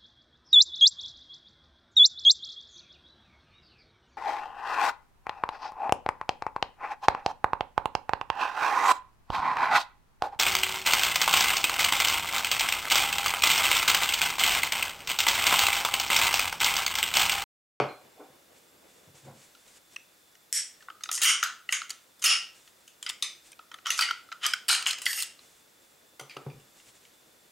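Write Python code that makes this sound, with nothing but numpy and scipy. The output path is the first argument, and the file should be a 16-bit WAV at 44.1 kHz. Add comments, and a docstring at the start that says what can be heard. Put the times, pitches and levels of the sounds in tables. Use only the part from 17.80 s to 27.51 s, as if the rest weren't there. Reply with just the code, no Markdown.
"""In a small furnished room two hands strip a steel air pistol over a wooden table, close under a camera.
Catches click, the slide scrapes on its rails and slams into its stops: impacts and slips excite steel modes.
Parts knock and drag on the table and ring its wood; a low noise rumbles, then rustles like cloth, and skin hisses.
The room answers with decaying noise, the camera hisses, and its look-ahead limiter holds down the loudest blows."""
import sys
import numpy as np
from scipy import signal
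from scipy.fft import rfft, irfft, next_fast_len
from scipy.io import wavfile
from scipy.ndimage import uniform_filter1d, minimum_filter1d, map_coordinates

SR = 44100
rng = np.random.default_rng(int(sys.argv[2]) if len(sys.argv) > 2 else 0)


def unload_wav(signal):
    """Save mono or channel-first audio to the path in sys.argv[1] as 16-bit WAV at rate SR, clipped to [-1, 1]."""
    wavfile.write(
        sys.argv[1],
        SR,
        np.round(np.clip(np.atleast_2d(signal).T, -1, 1) * 32767).astype(np.int16),
    )


N = 428211

# modes of the pistol's steel, before damping is added: (frequency [Hz], width [Hz], relative level [dB])
STEEL_MODES = [(735, 83, -2), (1290, 70, 9.5), (1450, 120, 7), (1850, 116, 1), (2046, 147, 1),
               (2580, 94, -3.5), (2780, 64, 2), (3110, 190, 4), (3440, 215, -1), (3800, 220, -3.5),
               (4510, 50, -10.5), (4730, 52, -2), (5290, 190, -1.5), (5800, 33, -2.5), (6400, 120, 2),
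               (7310, 170, 1.5), (7500, 36, -8.5), (8030, 40, -3), (9240, 67, 0), (9500, 37, -9.5),
               (10300, 48, -3), (11350, 83, -11.5), (11670, 83, -4.5), (13000, 120, -24), (13540, 490, -51)]


def amp(db):
    """Level law: the amplitude ratio of a level in dB."""
    return 10 ** (np.asarray(db) / 20)


def unit(x):
    """Normalization: the signal scaled to rms 1."""
    return x / np.sqrt(np.mean(x ** 2) + 1e-20)


def along(points, hz):
    """Interpolation of (frequency [Hz], value) points along a logarithmic frequency axis."""
    f, v = np.transpose(points)
    return np.interp(np.log(hz + 1), np.log(f + 1), v)


def filtered(x, response):
    """Linear filtering: the spectrum of x times a complex response of frequency."""
    padded = next_fast_len(N + SR // 2)
    spectrum = rfft(x, padded) * response(np.fft.rfftfreq(padded, 1 / SR))
    return irfft(spectrum, padded)[..., :N]


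def resonant(modes):
    """Modal superposition: damped resonators of (frequency [Hz], width [Hz], level [dB]) in alternating sign."""
    def response(f):
        total = 0
        for k, (center, width, db) in enumerate(modes):
            loss = 1j * f * width
            total = total + (-1) ** k * amp(db) * loss / (center * center - f * f + loss)
        return total
    return response


def rush(spectrum, alike):
    """Partial coherence: stereo noise of rms 1 whose mid and side shares set the left-right likeness."""
    def mid_and_side(hz):
        turn = np.arccos(np.clip(along(alike, hz), -1, 1)) / 2
        return amp(along(spectrum, hz)) * [np.cos(turn), np.sin(turn)]
    mid, side = filtered(rng.standard_normal((2, N)), mid_and_side)
    return unit(np.array([mid + side, mid - side]))


def grit(per_s, spread_db):
    """Stick-slip friction: sparse random impulses of either sign, with a long tail of sizes."""
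    chance, sign, size = rng.random((3, N))
    slips = (chance < per_s / SR) * np.sign(sign - .5)
    return unit(slips * amp(-spread_db * np.log(1 - size)))


def strokes(rows):
    """Exponential envelopes: gains that rise, hold and fall in dB; each further column shifts a copy by its dB."""
    slope_db = 20  # a rise or fall time spans this much
    t, out = np.arange(N) / SR, np.zeros((len(rows[0]) - 4, N))
    for s, hold, db, rise, fall, *over_db in rows:
        before = np.maximum((s - t) / max(rise, 1e-3), 0)
        after = np.maximum((t - s - hold) / max(fall, 1e-3), 0)
        envelope = amp(db - slope_db * np.minimum(before + after, 10))
        out += amp(np.array([0, *over_db]))[:, None] * envelope
    return out


def blows(contacts, struck, contact_ms, damping, rattle, crack):
    """Impact excitation: contacts crack and ring modes the hand damps, sparing and detuning two.

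    Returns two rows: direct sound, and sound sent into the room."""
    # borders between the modes of frame, slide, catches and pins: (frequency [Hz])
    borders_hz = [1700, 4000, 7200]
    slide_follows, catches_follow = 0.19, 0.57  # shares of the treble level that these parts follow
    crack_hz, crack_dulls = 10350, 0.35  # corner [Hz]; dB the corner drops per dB of lost treble
    out, t = np.zeros((2, N + SR)), np.arange(SR // 16) / SR
    hz, width, mode_db = np.transpose(STEEL_MODES)
    part = np.searchsorted(borders_hz, hz)
    share = amp(mode_db) / np.sqrt(np.bincount(part, amp(2 * mode_db)))[part]  # each part has energy 1
    for s, db, low_hz, high_hz, treble_db, room_db in contacts:
        frame_db, slide_db, catch_db = struck[int(low_hz > borders_hz[0])]
        slide_db = slide_db + slide_follows * treble_db
        catch_db = catch_db + catches_follow * treble_db
        part_db = np.array([frame_db, slide_db, catch_db, treble_db])
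        level_luck, pitch_luck = rng.standard_normal((2, len(hz)))
        pitch = hz * (1 + 0.026 * pitch_luck)
        nearest = [np.argmin(np.abs(hz - loud_hz)) for loud_hz in (low_hz, high_hz)]
        pitch[nearest] = low_hz, high_hz
        spared = np.isin(np.arange(len(hz)), nearest)
        added = np.where(spared, np.where(part > 0, .035, .018), damping)  # width over frequency
        decay = np.pi * (width + added * hz)
        gain = np.where(spared, np.where(part > 0, .7, 1.1), share * amp(3.14 * level_luck))
        gain = amp(part_db[part]) * gain
        gain[::2] *= -1  # neighbouring modes start in opposite phase
        ring = gain @ (np.exp(-decay[:, None] * t) * np.sin(2 * np.pi * pitch[:, None] * t))
        crack_noise, rattle_noise = rng.standard_normal((2, len(t)))
        keep = np.exp(-2 * np.pi * crack_hz * amp(crack_dulls * treble_db) / SR)  # a dull contact cracks dully
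        snap = signal.lfilter([1], np.convolve([1, -keep], [1, -keep]), crack_noise)
        snap = snap * np.exp(-t / 0.0025)
        ring = ring + crack * amp(0.3 * treble_db) * snap * np.linalg.norm(ring) / np.linalg.norm(snap)
        push = rattle * rattle_noise * np.exp(-(1000 * t / contact_ms) ** 2)  # faces rattle while they touch
        hit = signal.fftconvolve(ring, push + (t == 0))[:len(t)]
        hit = amp(db) * hit / np.abs(hit).max()
        # summed over all directions the rattle's colour evens out
        even = amp(room_db) * ring * np.linalg.norm(hit) / np.linalg.norm(ring)
        out[:, round(s * SR):][:, :len(t)] += [hit, even]
    return out[:, :N]


def clicks():
    """Impact of steel on steel: short contacts ring the modes of frame or slide."""
    # contacts, levels ahead of radiation and limiter: (time [s], peak level [dB], two loudest rings [Hz], [Hz],
    # treble level [dB], room over direct level [dB])
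    contacts = [(1.7493, -41, 1366, 4000, -22, -5), (1.879, -43, 3820, 6400, -7, -15),
                (2.161, -23, 2630, 5840, -29, -12), (2.5524, -44, 1850, 5700, -16, -13),
                (3.0061, -42, 1770, 8050, -25, -2), (3.024, -37.5, 1490, 4600, -21, -8),
                (3.0844, -21, 1210, 5200, -90, -6), (3.1004, -23, 1280, 7500, -45, -12),
                (3.2075, -34.5, 1280, 4340, -19, -1), (3.236, -18.5, 3680, 7440, -16, -8),
                (3.257, -25, 1290, 5600, -31, -18), (3.2906, -14.5, 1270, 3650, -50, -5.5),
                (3.3143, -12, 1190, 6600, 12, -8), (3.3765, -18, 1880, 6400, -11, -3),
                (3.4162, -10.5, 2200, 4000, 8, 7), (3.4213, -14.5, 1470, 9800, -9, 8.5),
                (3.4333, -8, 3730, 6140, 7, 4.5), (3.4453, -5.5, 3170, 8700, -4.5, 3.5),
                (3.6278, -5, 1450, 5270, -19, -1.5), (3.6358, -11, 1480, 4870, -0.5, -2.5),
                (3.8901, -14.5, 1950, 4184, -45, -8), (3.924, -8, 2190, 6600, -9.5, 2),
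                (4.0167, -17, 1440, 4550, -33, -9), (4.095, -24.5, 1330, 6400, -4, 3),
                (4.1042, -16, 3050, 4600, -5, -18), (4.3944, -39, 1390, 7900, 12, -1),
                (4.4271, -24, 2000, 6040, -6, 4), (4.4401, -9.5, 1310, 6600, 4, 14.5),
                (4.8755, -36.5, 3140, 4300, -25, -10), (5.0776, -36, 3080, 9500, -9, -2),
                (5.227, -22, 3110, 7240, -7, -4), (5.2639, -18.5, 3340, 4930, -34, -2),
                (5.2913, -18, 3070, 5260, -4, -7), (5.297, -14, 3520, 9500, -20, -25),
                (5.3048, -26, 3170, 5050, -8, -20), (5.4243, -10.5, 3622, 6024, -10.5, 0),
                (5.718, -34.5, 3930, 8860, -6, -17), (5.7287, -40, 2480, 5700, -23, -13),
                (5.7916, -27, 1290, 4300, -67, -8.5), (5.915, -26, 1280, 5020, -32, -2.5),
                (5.9417, -23, 1296, 6460, -23, -12), (5.9858, -32.5, 1290, 4510, -36, -13),
                (6.067, -13.5, 1290, 5840, -14.5, 3), (6.104, -5.5, 3340, 6160, -10, -4.5),
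                (6.1904, -5, 1362, 5200, -16, -1.5), (6.2084, -9.5, 1373, 4680, -3, 1.5),
                (6.2211, -12.5, 2964, 4610, -23, 4), (6.2871, -14.5, 1450, 4630, -34, -5.5),
                (6.3088, -8.5, 1361, 4540, -29, -12.5), (6.4877, -34.5, 1340, 5250, -41, -8),
                (6.5174, -23.5, 1375, 6330, -56, -18), (6.5241, -19.5, 1350, 4190, -37, -4),
                (6.6638, -8.5, 2870, 5000, 8, -3.5), (6.7353, -5, 1500, 5040, -17, -13.5),
                (6.8825, -15, 3240, 4650, -2, 14.5), (6.8909, -4.5, 3860, 4960, -19, -30),
                (6.9065, -9, 3800, 8840, 9, 8.5), (6.9251, -32, 3730, 4170, -22, -7),
                (6.9489, -14, 2860, 4200, -12, -31), (6.99, -26, 1310, 4730, -22, 9.5),
                (7.0246, -19, 2780, 4200, -6, -15), (7.0628, -5.5, 3070, 8500, -43, 1.5),
                (7.0692, -11, 2750, 5330, 2.5, 4), (7.1086, -13, 2960, 4200, -2, -17),
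                (7.1304, -20, 3110, 4110, -14, -22), (7.1407, -24, 3150, 5120, -25, -10),
                (7.1843, -26, 3000, 4960, -5, -2), (7.2177, -20, 2900, 5100, 7, 1.5),
                (7.256, -16.5, 2960, 4860, 7, -1), (7.2636, -8, 1815, 4520, -22, -2.5),
                (7.3298, -16.5, 2780, 4660, -8, -1.5), (7.3755, -21, 2780, 6700, -9, 8),
                (7.3908, -24.5, 2700, 6900, -17, -14), (7.4032, -19, 2740, 5060, 7, 1),
                (7.4226, -13.5, 2740, 9990, 14, -34), (7.4307, -17.5, 2730, 7750, 7, -22),
                (7.591, -37.5, 4000, 4500, -37, -6), (8.396, -26, 1450, 6020, -3.5, -3),
                (8.411, -37, 3000, 6400, 3, -17), (8.4959, -33.5, 2400, 5020, -22, 5),
                (8.507, -37, 2275, 4180, -35, 5.5), (8.5671, -22.5, 1280, 4620, -33, -5.5),
                (8.6993, -42.5, 2370, 4700, -37, 2.5), (8.7984, -48, 2830, 5200, -13, 3),
                (8.9989, -44, 2800, 3500, -26, -12), (9.2516, -41.5, 2200, 7500, -24, -3)]
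    # other modes, for a low ring on the frame or on the slide: (frame [dB], slide [dB], catches [dB])
    frame_hit = (-7.5, -3, 0)
    slide_hit = (-23, -7.5, -4.4)
    return blows(contacts, [frame_hit, slide_hit], contact_ms=3.96, damping=0.094, rattle=0.34, crack=0.89)


def slams():
    """Impact with long contact: sprung parts are driven into their stops and rattle there."""
    # slams, levels ahead of radiation and limiter: (time [s], peak level [dB], two loudest rings [Hz], [Hz],
    # treble level [dB], room over direct level [dB])
    stops = [(3.452, 7, 3110, 7120, 0.5, 1), (4.457, 8, 2860, 5360, 0.5, 1),
             (6.897, -4, 3800, 4120, -34, 0)]
    # other modes of a part at its stop: (frame [dB], slide [dB], catches [dB])
    stop_hit = (-7, 1.2, 0.82)
    return blows(stops, [stop_hit] * 2, contact_ms=11.3, damping=0.066, rattle=0.3, crack=0.84)


def rails():
    """Friction excitation: dense slips between slide and frame excite the same steel."""
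    # strokes of the slide, ahead of the gains below: (time [s], hold [s], scrape level [dB], rise [s], fall [s],
    # fizz over scrape level [dB])
    slide_strokes = [(3.322, 0.037, -31, 0.0022, .02, 10), (3.412, 0.0009, -20, 0.0073, 0.0022, -24),
                     (3.916, .004, -45.5, 0.017, .002, 14), (4.425, .001, -13.5, 0.0052, 0.0015, -2),
                     (5.235, .001, -55, .002, .012, -7), (5.275, .001, -24.5, 0.019, 0.012, -22),
                     (6.059, .003, -19, 0.0081, 0.0022, -22), (6.115, .001, -32, .002, 0.071, 4),
                     (6.183, .004, -22.5, 0.021, .002, -1), (6.23, 0.1, -39, .002, .002, -16),
                     (6.637, 0.0237, -11, 0.016, 0.0016, -19), (6.91, 0.052, -28, 0.0022, .016, -4),
                     (6.968, .001, -49, .002, .2, -4), (7.06, .001, -22, 0.0029, .002, -3),
                     (7.075, 0.014, -28, .002, 0.031, 1), (7.231, 0.014, -52, 0.087, .002, 5)]
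    scraping, fizzing = strokes(slide_strokes)
    steel = resonant([(hz, width + 130, db) for hz, width, db in STEEL_MODES])
    slips = grit(per_s=3500, spread_db=4.0)
    # scrape and fizz part at 4700 Hz
    scrape = unit(filtered(slips, lambda f: steel(f) / (1 + (f / 4700) ** 8)))
    fizz = unit(filtered(slips, lambda f: steel(f) / (1 + (4700 / (f + 1)) ** 8)))
    return amp(-9.0) * scraping * scrape + amp(-6.5) * fizzing * fizz


def lever():
    """Impulse response: the safety lever snaps over its detent and rings its own modes under the thumb."""
    # lever modes, before damping is added: (frequency [Hz], width [Hz], relative level [dB])
    lever_modes = [(1890, 360, -16), (3230, 120, -19), (5570, 75, -3), (5734, 45, -3.5), (7300, 25, -10.5),
                   (7500, 63, -7), (7810, 530, -6), (8600, 61, -9.5), (9530, 47, -10), (9930, 25, -10),
                   (10990, 76, -13.5), (14500, 90, -26)]
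    # the snap, ahead of radiation and limiter: (time [s], peak level [dB])
    snap_s, snap_db = (2.7272, 5.5)
    blow = np.arange(N) == round(snap_s * SR)
    ring = resonant([(hz, width + 0.063 * hz, db) for hz, width, db in lever_modes])
    snap = filtered(blow, lambda f: ring(f) * 1j * f / (1500 + 1j * f))
    return amp(snap_db) * snap / np.abs(snap).max()


def spring():
    """Repeated plucking: the slide's mouth ticks over the recoil spring's coils and sets them singing."""
    # modes of the spring on the barrel, before widening: (frequency [Hz], width [Hz], relative level [dB])
    coil_modes = [(1690, 41, -5), (2740, 15, -9), (3530, 35, -11), (4345, 43, -13), (5100, 160, -5),
                  (5600, 160, -7), (6630, 130, -4.5), (7750, 40, -2), (8670, 140, -1.5), (9990, 41, 0),
                  (11700, 83, -7), (11960, 180, 0.5), (12300, 24, -4), (13500, 110, -9)]
    # the slide is drawn off, ahead of the gain below: (time [s], hold [s], level [dB], rise [s], fall [s])
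    unwinding = [(7.275, 0.15, -31, .002, 0.019)]
    sing = resonant([(hz, width + 40, db) for hz, width, db in coil_modes])
    ticks = grit(per_s=910, spread_db=3.0)
    return amp(-3) * strokes(unwinding)[0] * unit(filtered(ticks, sing))


def pin():
    """Free vibration: a loose pin chimes in thin tones that decay exponentially."""
    # chimes: (time [s], level ahead of radiation [dB], frequency [Hz], 60 dB decay time [s])
    chimes = [(.088, -50, 4160, .25), (.004, -45, 4450, .09)]
    t, out = np.arange(N) / SR, np.zeros(N)
    for s, db, hz, t60 in chimes:
        decay = amp(db - 60 * np.abs(t - s) / t60)
        out += (t > s) * decay * np.sin(2 * np.pi * hz * t)
    return out


def table_top():
    """Plate resonance: knocks and drags ring the wood; a long contact is dull, a strong deep mode booms."""
    # table modes, the deepest first, before widening: (frequency [Hz], width [Hz], relative level [dB])
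    wood_modes = [(137, 15, -4.5), (292, 6.3, -3), (419, 52, 3), (590, 15, 2.5), (743, 36, 5),
                  (1150, 180, 0), (1280, 55, 2.5), (1520, 250, -5), (1930, 200, -16), (2370, 250, 0),
                  (2800, 300, -27), (3210, 680, -9.5), (4000, 380, -22.5), (5040, 2200, -9.5)]
    # parts meet the table: (time [s], peak level [dB], contact time constant [ms], boost of the deepest mode [dB])
    knocks = [(.001, -10, 0.11, 3.5), (.5, -57, 0.5, 26), (1.274, -49, 0.96, 27), (1.286, -48.5, 0.61, 41),
              (1.345, -48, 0.16, 23), (8.395, -38, 0.18, -27), (8.411, -37, 0.11, 16),
              (8.566, -31.5, 0.44, 3.5), (8.665, -26, 0.51, 18), (8.744, -42, 0.73, 30)]
    # a part is pulled over the wood: (time [s], hold [s], rub level [dB], rise [s], fall [s],
    # boom over rub level [dB])
    drags = [(.404, 0.014, -47.5, 0.048, 0.039, -25), (1.472, 0.01, -52, 0.049, 0.086, 6.5)]
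    out, f = np.zeros(N), np.fft.rfftfreq(SR // 2, 1 / SR)
    deep, *rest = wood_modes
    deep_hz, deep_width, deep_db = deep
    for s, db, contact_ms, boom_db in knocks:
        upper = [(hz, width + 25, level + rng.normal()) for hz, width, level in rest]
        wood = resonant([(deep_hz, deep_width, deep_db + boom_db)] + upper)
        knock = irfft(wood(f) / (1 + 2j * np.pi * f * contact_ms / 1000) ** 2)[:SR // 3]
        out[round(s * SR):][:len(knock)] += amp(db) * knock / np.abs(knock).max()
    rubbing, booming = strokes(drags)
    slips = grit(per_s=4400, spread_db=0.5)
    rubbed = resonant([(hz, width + 90, level) for hz, width, level in rest])
    rub = unit(filtered(slips, lambda f: rubbed(f) / (1 + 1j * f / 500) ** 2))
    boom = unit(filtered(slips, resonant([deep])))
    return out + rubbing * rub + booming * boom


def rustle():
    """Shaped noise: a low rumble turns to cloth rustle, skin on steel hisses high, both a little lumpy."""
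    # spectra of the low noise and of skin: (frequency [Hz], relative density [dB per Hz])
    low_spectrum = [(35, -47), (60, -18), (512, -6), (1260, -17.5), (2350, -19.5), (3000, -19.5),
                    (3900, -48), (6600, -120)]
    skin_spectrum = [(1200, -9.5), (2500, -5), (5000, -7), (7500, -3), (10000, -10), (15000, -31)]
    # low noise, rumble of the table thud at the start, then cloth rustle, ahead of the lumps: (time [s], level [dB])
    low_rustle = [(0.0, -30), (0.16, -62), (0.65, -64), (1.2, -63.5), (2.54, -71.5), (3.3, -67),
                  (3.54, -66), (3.71, -73), (4.5, -69.5), (5.9, -69), (6.22, -64.5), (6.38, -69),
                  (7.171, -63.5), (7.47, -67), (8.41, -70), (8.6, -60.5), (9.22, -68.5), (9.71, -66)]
    # skin slides over steel, ahead of the gain below: (time [s], hold [s], level [dB], rise [s], fall [s])
    fingers = [(.768, .01, -73, .05, .12), (1.104, 0.0092, -72.5, .05, .35), (1.35, .01, -70, .01, 0.24),
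               (1.63, 0.024, -69, .12, 0.075), (1.96, 0.019, -68, 0.35, 0.016),
               (2.14, 0.0077, -68, 0.088, 0.0088), (2.95, 0.0044, -73, .005, 0.034),
               (3.02, 0.0054, -73, .04, .08), (4.75, 0.011, -73, .01, 0.14), (4.88, .005, -74, 0.22, 0.03),
               (5.08, .005, -75, .25, 0.042), (5.666, .01, -66.5, 0.072, 0.09),
               (7.6, .17, -73.5, .01, 0.23), (8.044, .005, -80, .1, 0.17), (8.8, .005, -81, .02, 0.07),
               (9.0, 0.023, -69, 0.25, .6)]
    lumps = amp(2 * map_coordinates(rng.standard_normal(300), [np.linspace(0, 299, N)]))
    low_gain = amp(np.interp(np.arange(N) / SR, *np.transpose(low_rustle)))
    low = low_gain * rush(low_spectrum, [(100, 1.0), (600, 0.38)])
    skin = amp(10.5) * strokes(fingers)[0] * rush(skin_spectrum, [(3000, 0.88), (9000, 0.97)])
    return lumps * (low + skin)


def room(x, spread):
    """Diffuse reverberation: noise tails decay at each frequency's own rate, freshly drawn each quarter second."""
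    # reverberation: (frequency [Hz], 60 dB decay time [s])
    decay_times = [(150, 0.27), (800, 0.37), (3000, 0.36), (9000, 0.29), (15000, 0.076)]
    out, step = np.zeros((2, N + SR)), SR // 4
    for at in range(0, N, step):
        hz, t, z = signal.stft(rng.standard_normal((2, SR // 2)), SR, nperseg=256)
        # bass and top treble reach both ports alike
        z[1] /= 1 + (hz[:, None] / 11000) ** 4 + 700 / (hz[:, None] + 50)
        decay = amp(-60 * t / along(decay_times, hz)[:, None])
        mid, side = signal.istft(z * decay, SR, nperseg=256)[1]
        rise = np.clip((np.arange(len(mid)) / SR - .003) / 0.00098, 0, 1)  # the first walls answer late
        tail = rise * [mid + spread * side, mid - spread * side]
        wet = signal.fftconvolve(x[None, at:at + step], tail / np.linalg.norm(tail[0]), axes=1)
        out[:, at:at + wet.shape[1]] += wet
    return out[:, :N]


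def camera():
    """Stationary noise: steady hiss, with narrow-band noise heard as two faint unsteady tones."""
    # spectrum of the hiss: (frequency [Hz], relative density [dB per Hz])
    hiss_spectrum = [(12, -38), (20, -16.5), (239, -6), (298, -6), (334, -2), (363, -8), (493, -7.5),
                     (1110, -7.5), (1460, -6), (3190, -12), (3560, -8.5), (3870, -9.5), (15600, -15)]
    # coherence of the hiss: (frequency [Hz], left-right likeness [1])
    likeness = [(60, 0.54), (130, 0.91), (290, 0.34), (640, 0.03), (1410, 0.05), (3100, 0.44), (6820, 0.92),
                (15000, 1)]
    # the camera's own tones: (frequency [Hz], width of each of two resonators in series [Hz], level [dB])
    whine = [(3500, 120, -74.5), (7580, 49, -77)]
    hiss_db = -61.5
    out = amp(hiss_db) * rush(hiss_spectrum, likeness)
    for hz, width, db in whine:
        resonator = resonant([(hz, width, 0)])
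        out = out + amp(db) * unit(filtered(rng.standard_normal(N), lambda f: resonator(f) ** 2))
    return out


def scene():
    """Superposition: close sources, their reverberation and the steady floor."""
    def steel_radiation(f):  # small parts radiate little bass
        return 1 / (1 + 1j * f / 14000) ** 2 * (1j * f / (750 + 1j * f)) ** 6 + amp(-29.5)

    def wood_radiation(f):  # nor does the table top radiate the deepest
        return (1j * f / (55 + 1j * f)) ** 4

    steel = clicks() + slams() + lever() + rails() + spring() + pin()
    near, far = filtered(steel, steel_radiation) + filtered(table_top(), wood_radiation)
    direct = near * amp([[.2], [-.2]])  # slightly stronger on the left
    return direct + amp(-3.5) * room(far, spread=0.33) + rustle() + camera()


def record(dry):
    """Gain reduction: a look-ahead limiter ducks just before a blow and lets go steadily; then the band limit."""
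    threshold_db, release_db_per_s, top_hz = -10.5, 330, 15800
    ahead = round(0.0011 * SR)
    over_db = np.maximum(20 * np.log10(np.abs(dry).max(0) + 1e-9) - threshold_db, 0)
    over_db = -minimum_filter1d(-over_db, 2 * ahead + 1, origin=-(ahead // 2))  # running maximum
    ramp_db = release_db_per_s * np.arange(N) / SR
    cut_db = np.maximum.accumulate(over_db + ramp_db) - ramp_db
    held = dry * amp(-uniform_filter1d(cut_db, ahead))
    return filtered(held, lambda hz: hz < top_hz)


dry = scene()
out = record(dry)
unload_wav(out)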